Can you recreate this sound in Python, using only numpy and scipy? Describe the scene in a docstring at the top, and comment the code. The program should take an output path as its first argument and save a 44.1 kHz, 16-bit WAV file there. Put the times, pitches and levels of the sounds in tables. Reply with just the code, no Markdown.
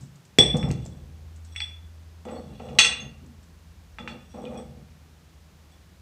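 """Iron weight plates clank in the open end of a steel container, near a small microphone.
Blows, light touches and rubbing wake the modes of a small hand-held plate and a hanging stack.
Steps and shifting weight are decaying low pushes and random slips through floor and wall resonances.
Shoes and sleeves scuff as short noise and a wall panel hums on as one wavering mode over rumble.
The box answers with wall echoes and a decaying random tail."""
import sys
import numpy as np
from scipy import signal
from scipy.fft import rfft, irfft
from scipy.io import wavfile
from scipy.ndimage import uniform_filter1d

SR = 44100
rng = np.random.default_rng(int(sys.argv[2]) if len(sys.argv) > 2 else 0)


def unload_audio(sound):
    """Save the sound as a 16-bit wav file, at the path given as the first command line argument."""
    columns = np.transpose(np.atleast_2d(sound))
    # keep every value between -1 and 1, then stretch to whole-number steps
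    steps = np.round(np.clip(columns, -1, 1) * 32767)
    wavfile.write(sys.argv[1], SR, steps.astype(np.int16))


N = 265041

# Small plate, modes in close pairs: frequency in Hz.
SMALL_PLATE_HZ = [3418, 3467, 5426, 5652, 7890, 8070, 8269, 11140, 13670]
# Small plate, one row per mode above: level in dB, t60 in s before damping.
SMALL_PLATE_MODES = [(0.5, 0.091), (-5, 0.31), (-25.5, 0.3), (-6, 0.093), (-10, .06), (-18, 0.35),
                     (-25, 0.4), (-33.5, .1), (-33.5, .08)]
# Hanging stack: mode frequency in Hz.
STACK_MODE_HZ = [860, 1235, 1330, 1925, 2310, 2485, 2650, 2770, 2860, 3165, 3278, 3404, 3930, 4334, 4390,
                 5722, 6298, 6335, 8969, 9631, 10570]
# Hanging stack, one row per mode above: level in dB, t60 in s before damping.
STACK_MODES = [(-16, 0.033), (-29, 0.34), (-18, .15), (-11, 0.11), (-13, 0.061), (-8.5, 0.12), (-9, 0.083),
               (2, 0.069), (-7.5, 0.11), (-14, 0.095), (-17, 0.2), (-6.5, 0.23), (-9, .15), (-11, 0.051),
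               (-9.5, .13), (-18, 0.14), (-14.5, 0.19), (-8.5, 0.098), (-17, 0.12), (-19.5, 0.071),
               (-15.5, 0.14)]


def amp(db):
    """Decibels to gain."""
    return 10 ** (np.asarray(db) / 20)


def evened(x):
    """Scales to rms 1."""
    return x / np.sqrt(np.mean(x ** 2) + 1e-20)


def read(points, hz):
    """Joins (Hz, value) points on a log-frequency axis."""
    point_hz, value = np.transpose(points)
    return np.interp(np.log(hz + 1), np.log(point_hz + 1), value)


def curves(rows):
    """Joins rows headed by a time in seconds into one curve a column."""
    s, *columns = np.transpose(rows)
    return [np.interp(np.arange(N) / SR, s, column) for column in columns]


def add(mix, s, sound):
    """Mixes a sound in at time s, cut at the end of the mix."""
    part = mix[max(round(s * SR), 0):][:len(sound)]
    part += sound[:len(part)]


def resonate(x, hz, width_hz):
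    """A fixed resonance of peak gain 1, its Q at least 0.2."""
    q = max(hz / width_hz, .2)
    b, a = signal.iirpeak(np.clip(hz, 20, SR / 2.2), q, SR)
    return signal.lfilter(b, a, x)


def coloured(x, points):
    """Shapes the spectrum by (Hz, dB) points."""
    hz = np.fft.rfftfreq(len(x), 1 / SR)
    return irfft(rfft(x) * amp(read(points, hz)), len(x))


def swells(rows, column, *falls):
    """Gain of overlapping efforts: each rises, holds, then dies in parts of (dB, fall dB per s)."""
    t, power = np.arange(N) / SR, np.zeros(N)
    whole = sum(amp(part_db) for part_db, _ in falls)
    for row in rows:
        start, rise, hold = row[:3]
        after = np.maximum(t - start - rise - hold, 0)
        dying = sum(amp(part_db - fall * after) for part_db, fall in falls) / whole
        rising = np.clip((t - start) / rise, 0, 1)
        power += (amp(row[column]) * rising * dying) ** 2
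    return np.sqrt(power)


def plates():
    """Each blow is a knock that sets the plates ringing; light touches wake one mode and brush the small plate."""
    # Each row: start in s, knock peak in dB, small plate level in dB, stack level in dB, knock centre in Hz,
    # width of the first knock resonance in Hz, hardness as ring tilt in dB per octave.
    blows = [(0.3858, -3.5, 0.5, -45, 2356, 910.4, -6.5), (.3865, -1.5, -35, -49, 5340, 3000, -6.5),
             (.629, -23, -32, -46, 2160, 1770, -16), (0.7044, -28.5, -40, -42.5, 2020, 2190, -9),
             (1.553, -41, -65.5, -62, 2130, 700, -9), (1.5612, -20, -26.5, -42, 2320, 810, -3.5),
             (1.6029, -23, -77, -49, 4550, 900, -15.5), (1.6041, -17, -28.5, -50, 2400, 750, -3.5),
             (1.617, -30, -21, -60, 2300, 900, -12), (2.252, -38.5, -48, -61, 2460, 2500, -20.5),
             (2.284, -40.5, -50, -50, 3018, 2500, -15.5), (2.597, -40, -55.5, -51.5, 2000, 2480, -13),
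             (2.687, -38, -58.5, -48, 2900, 1500, -10), (2.7873, 3, -11, -4, 2766, 2800, 2.5),
             (2.845, -32.5, -15, -14.5, 2980, 2500, -0.5), (3.9854, -23.5, -34, -41.5, 1788, 1600, -15),
             (4.076, -19, -35, -36, 1770, 1680, -9), (4.4533, -31.5, -47, -53, 3130, 1010, -14)]
    # Touches of chain and iron. Each row: start in s, ping level in dB, small plate level in dB,
    # ping mode in Hz, its width in Hz.
    touches = [(.58, -38.5, -70, 5446, 9), (2.307, -50, -73.5, 7900, 12), (2.348, -51.5, -60, 4394, 8.1),
               (2.5, -57, -79, 2760, 8.6), (2.55, -53, -74, 2800, 19), (3.0, -38.5, -70, 6400, 13),
               (4.109, -51, -61.5, 4420, 21), (4.29, -58, -76, 5680, 10), (4.37, -58, -80, 5680, 8),
               (4.463, -44.5, -75, 2440, 25), (4.551, -46, -65.5, 2470, 27), (4.565, -65, -80, 5480, 12),
               (4.574, -40.5, -48.5, 3373, 40), (5.7188, -57, -62.5, 3420, 30.6)]
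    damping = 0.68  # hand and neighbours shorten t60 by this factor
    touch_tilt_db = 6.5  # per octave
    knocks, rings = np.zeros(N), np.zeros(N)
    for s, knock_db, small_db, stack_db, hz, width_hz, tilt_db in blows:
        chance = rng.standard_normal(len(STACK_MODES))
        noise = rng.standard_normal(SR // 4)
        small = ring(SMALL_PLATE_HZ, SMALL_PLATE_MODES, damping, tilt_db, chance)
        stack = ring(STACK_MODE_HZ, STACK_MODES, damping, tilt_db, chance)
        add(knocks, s, amp(knock_db) * knock(hz, width_hz, noise))
        add(rings, s, amp(small_db) * small)
        add(rings, s, amp(stack_db) * (stack + crash(hz, noise[::-1])))
    for s, ping_db, small_db, hz, width_hz in touches:
        chance = rng.standard_normal(len(SMALL_PLATE_MODES))
        noise = rng.standard_normal(SR // 4)
        small = ring(SMALL_PLATE_HZ, SMALL_PLATE_MODES, damping, touch_tilt_db, chance)
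        add(knocks, s, amp(ping_db) * ping(hz, width_hz, noise))
        add(rings, s, amp(small_db) * small)
    return knocks, rings


def knock(hz, width_hz, noise):
    """One contact and a little grit through three resonances: broad is dull, narrow pings."""
    t = np.arange(len(noise)) / SR
    push = (t == 0) + 0.035 * noise * amp(-60 * t / 0.039)
    # the contact has a length, so the top is soft
    b, a = signal.butter(2, min(hz + 0.29 * width_hz, 15000), fs=SR)
    out = signal.lfilter(b, a, push)
    for spread in (1, 1.8, 2.8):
        out = resonate(out, hz, spread * width_hz)
    return out / abs(out).max()


def ring(hz, modes, damping, tilt_db, chance):
    """Dying modes, neighbours of opposite sign; where the blow lands changes the share of each."""
    hz = np.array(hz)[:, None]
    db, t60_s = np.transpose(modes)[:, :, None]
    t = np.arange(SR // 4) / SR
    sign = (-1.) ** np.arange(len(modes))[:, None]
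    db = db + tilt_db * np.log2(hz / 3000) + 1.2 * chance[:len(modes), None]
    level = sign * amp(db - 60 * t / (t60_s * damping))
    onset = 1 - np.exp(-t / 0.00078)
    return (level * np.sin(2 * np.pi * hz * t)).sum(0) * onset


def crash(hz, noise):
    """The many plates of the stack add modes too crowded to tell apart: a rough, dying hiss."""
    level_db, t60_s = -9.5, .13
    t = np.arange(len(noise)) / SR
    crowd = evened(resonate(resonate(noise, hz, 3.9 * hz), hz, 1.6 * hz))
    return amp(level_db - 60 * t / t60_s) * crowd * (1 - np.exp(-t / .002))


def ping(hz, width_hz, noise):
    """One mode, woken quickly; uneven contact adds narrow noise, so it flutters as it dies."""
    roughness = .4  # rms of the noise beside a sine of peak 1
    t = np.arange(len(noise)) / SR
    scrape = evened(resonate(resonate(noise, hz, 70), hz, 70))
    tone = np.sin(2 * np.pi * hz * t) + roughness * scrape
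    return tone * np.exp(-np.pi * width_hz * t) * (1 - np.exp(-t / .004))


def rubbing():
    """Grit between sliding plates taps their modes many times, faintly; rubbing favours the high ones."""
    # Plates sliding in the hand and on each other. Each row: start in s, rise in s, hold in s,
    # small plate level in dB, stack level in dB.
    rubs = [(.55, 0.019, 0.042, -52, -78), (.76, 0.031, 0.16, -65, -68), (1.45, 0.095, .01, -57.5, -65),
            (2.29, .03, .08, -61, -71), (2.45, 0.13, .22, -64.5, -61.5), (4.12, 0.029, .13, -73, -74.5),
            (4.28, 0.043, .24, -64.5, -66.5)]
    fall_db_per_s, taps_per_s = 151, 160
    damping, tilt_db = 0.3, 4.5  # t60 factor, dB per octave
    out = np.zeros(N)
    bodies = ((SMALL_PLATE_HZ, SMALL_PLATE_MODES), (STACK_MODE_HZ, STACK_MODES))
    for column, (hz, modes) in enumerate(bodies, start=3):
        size = amp(3.0 * np.minimum(rng.exponential(1, N), 4))
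        sign = rng.choice([-1, 1], N)
        grit = size * sign * (rng.random(N) < taps_per_s / SR)
        body = ring(hz, modes, damping, tilt_db, np.zeros(30))
        shimmer = evened(signal.oaconvolve(grit, body)[:N])
        out += shimmer * swells(rubs, column, (0, fall_db_per_s))
    return out


def thumps():
    """Dull thumps: a push of about one cycle, felt through the floor."""
    # Each row: start in s, level in dB before decay, centre in Hz.
    thump_rows = [(0.035, -37, 156), (0.3862, -1, 398), (.389, -10, 145.4), (0.543, -9, 170),
                  (0.641, -14.5, 213), (0.686, -12, 135), (0.709, -16, 302), (.86, -29, 548),
                  (2.254, -29, 600), (2.599, -31.5, 700), (2.788, -11.5, 792), (3.986, -40, 222),
                  (4.076, -47.5, 818), (4.441, -25, 501)]
    out = np.zeros(N)
    for s, db, hz in thump_rows:
        turns = np.arange(round(4 * SR / hz)) * hz / SR
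        add(out, s, amp(db) * np.sin(2 * np.pi * turns) * np.exp(-1.2 * turns))
    return out


def scuffs():
    """Shoes and sleeves: brief brushes of gritty noise around 7.8 kHz."""
    # Each row: start in s, noise rms in dB before the envelope, length in s (at least 2 ms is used).
    scuff_rows = [(0.003, -51, 0.07), (0.157, -48.5, 0.009), (0.25, -51.5, 0.015), (0.567, -32.5, 0.014),
                  (0.628, -61.5, .011), (0.685, -45, 0.019), (0.7133, -23.5, 0.0013), (0.852, -41.5, 0.004),
                  (0.861, -40, 0.0094), (1.36, -50, 0.015), (1.446, -49.5, 0.026), (2.2523, -47.5, 0.0082),
                  (3.261, -55.5, 0.011), (3.427, -55.5, 0.019)]
    out = np.zeros(N)
    noises = rng.standard_normal((len(scuff_rows), SR // 4))
    for (s, db, length_s), noise in zip(scuff_rows, noises):
        u = np.arange(SR // 4) / SR / max(length_s, .002)
        brush = evened(resonate(noise, 7800, 4800))
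        add(out, s, amp(db) * brush * np.minimum(8 * u, 1) * np.exp(-2 * u))
    return out


def shaking():
    """Uneven small slips of the floor excite the low boom, the large wall sheets and the wall rattle."""
    # Shifts of weight. Each row: start in s, rise in s, hold in s, deep boom level in dB,
    # large wall sheets level in dB, wall rattle level in dB.
    shakes = [(.0, 0.02, 0.011, -39.5, -50, -81), (.386, 0.002, 0.012, -24, -27.5, -23.5),
              (.54, 0.0066, 0.012, -27, -31.5, -29.5), (.61, 0.023, 0.065, -27, -37, -38.5),
              (2.253, 0.0088, 0.12, -52.5, -39.5, -37.5), (2.42, 0.049, 0.085, -46.5, -45.5, -53.5),
              (2.597, 0.0057, 0.3, -49, -46, -41.5), (2.66, 0.04, 0.086, -41.5, -43.5, -57),
              (2.96, 0.058, 0.045, -42, -44, -51), (3.2, 0.032, 0.072, -53, -49, -78),
              (3.99, 0.012, 0.15, -49.5, -43, -48.5), (4.338, 0.0082, 0.13, -58, -41, -41),
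              (4.44, 0.039, 0.12, -50, -40, -39), (4.62, 0.046, 0.13, -46, -52, -56)]
    # Resonances of each body. Each row: centre in Hz, nominal width in Hz, relative level in dB.
    boom = [(64.24, 10, -4.5), (136.4, 30, 3.5), (161, 13, -7)]
    sheets = [(222, 65, 6.5), (309, 66, -5.5)]
    walls = [(495, 94, 0), (600, 62, -5), (755, 230, -3.5), (1040, 400, -13), (1600, 1100, -22.5)]
    # Decay of each body: first fall in dB per s, lingering part in dB, its fall in dB per s.
    boom_fade = (100, -12.5, 31)
    sheets_fade = (190, -16, 24)
    walls_fade = (190, -24, 28)
    slips_per_s = 1200
    out = np.zeros(N)
    bodies = ((3, boom, boom_fade), (4, sheets, sheets_fade), (5, walls, walls_fade))
    for column, body, (fall, linger_db, slow_fall) in bodies:
        size = amp(2.5 * np.minimum(rng.exponential(1, N), 4))
        sign = rng.choice([-1, 1], N)
        slips = size * sign * (rng.random(N) < slips_per_s / SR)
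        tone = np.zeros(N)
        for hz, width_hz, db in body:
            mode = resonate(resonate(slips, hz, 0.97 * width_hz), hz, 0.97 * width_hz)
            tone += amp(db) / np.sqrt(width_hz) * mode
        # even out the level over 1/16 s: the push of the foot sets it
        steady = tone / np.sqrt(uniform_filter1d(tone ** 2, SR // 16) + 1e-12)
        out += swells(shakes, column, (0, fall), (linger_db, slow_fall)) * steady
    return out


def panel():
    """A wall panel hums: one low mode that wavers a little, over loose rumble."""
    # Each row: time in s, mode in Hz, mode rms in dB, rumble rms in dB.
    panel_rows = [(0.0, 78, -45, -58), (0.18, 83.7, -83, -91), (0.48, 76.7, -44, -35),
                  (1.5, 81.77, -41, -54), (2.94, 80.96, -50.5, -49), (6.01, 77.6, -55, -56)]
    hz, tone_db, rumble_db = curves(panel_rows)
    rumble = resonate(resonate(rng.standard_normal(N), 60, 35), 60, 35)
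    tone = np.sqrt(2) * np.sin(2 * np.pi * np.cumsum(hz) / SR)
    return amp(tone_db) * tone + amp(rumble_db) * evened(rumble)


def box(x):
    """A few wall echoes, then sparse taps of random sign, each band dying at its own speed."""
    # Each row: frequency in Hz, t60 in s.
    band_t60 = [(200, 0.71), (1000, 0.53), (3000, 0.42), (8000, 0.27), (14000, 0.12)]
    # Nearest walls. Each row: delay in s, level in dB.
    echoes = [(.0045, -2.5), (.012, -4.5), (.019, -16), (.025, -11.5)]
    taps = np.zeros(SR)
    at = np.arange(300, SR - 20, 20)
    taps[at + rng.integers(0, 20, len(at))] = rng.choice([-1., 1.], len(at))
    hz, t, z = signal.stft(taps, SR, nperseg=256)
    decay = amp(-60 * t / read(band_t60, hz)[:, None])
    tail = signal.istft(z * decay, SR, nperseg=256)[1]
    tail *= amp(-2.0) / np.linalg.norm(tail)
    for s, db in echoes:
        tail[round(s * SR)] += amp(db)
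    return signal.fftconvolve(x, tail)[:N]


def scene():
    """Direct sound, the box's answer, and what the floor and walls give off themselves."""
    knocks, rings = plates()
    low = thumps()
    soft = scuffs() + rubbing()
    direct = knocks + rings + low + soft
    answer = box(0.63 * rings + 0.35 * knocks + 0.4 * low + 0.4 * soft)
    return (direct + answer + shaking() + panel())[None]


def record(dry):
    """A microphone with little deep bass and dull treble, its steady hiss, full-scale overload, a band limit."""
    # Microphone response. Each row: frequency in Hz, gain in dB.
    mic = [(6000, -1.5), (8200, 1), (9000, -14.5), (12000, -17.5), (16000, -26)]
    # Hiss spectrum. Each row: frequency in Hz, relative density in dB per Hz.
    hiss_colour = [(53, -29.5), (90, -6), (122, -13.5), (172, -2.5), (204, -14), (342, -18.5), (757, -22),
                   (2170, -27), (6230, -31.5), (9380, -37.5), (15400, -40.5)]
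    hiss_rms_db, bass_cut_hz, edge_hz = -57, 52, 15560
    grid = np.linspace(0, 1, 257)
    # doubled dB: minimum_phase takes the square root of the magnitude
    gain = amp(2 * read(mic, grid * SR / 2))
    colour = signal.minimum_phase(signal.firwin2(511, grid, gain))
    hiss = amp(hiss_rms_db) * evened(coloured(rng.standard_normal(N), hiss_colour))
    bass_cut = signal.butter(3, bass_cut_hz, "high", fs=SR, output="sos")
    thinned = signal.sosfilt(bass_cut, dry)
    heard = signal.oaconvolve(thinned, colour[None])[:, :N] + hiss
    heard = np.clip(heard, -1, 1)
    band_limit = signal.firwin(511, edge_hz, window=("kaiser", 9), fs=SR)
    return signal.oaconvolve(heard, band_limit[None], "same")


dry = scene()
out = record(dry)
unload_audio(out)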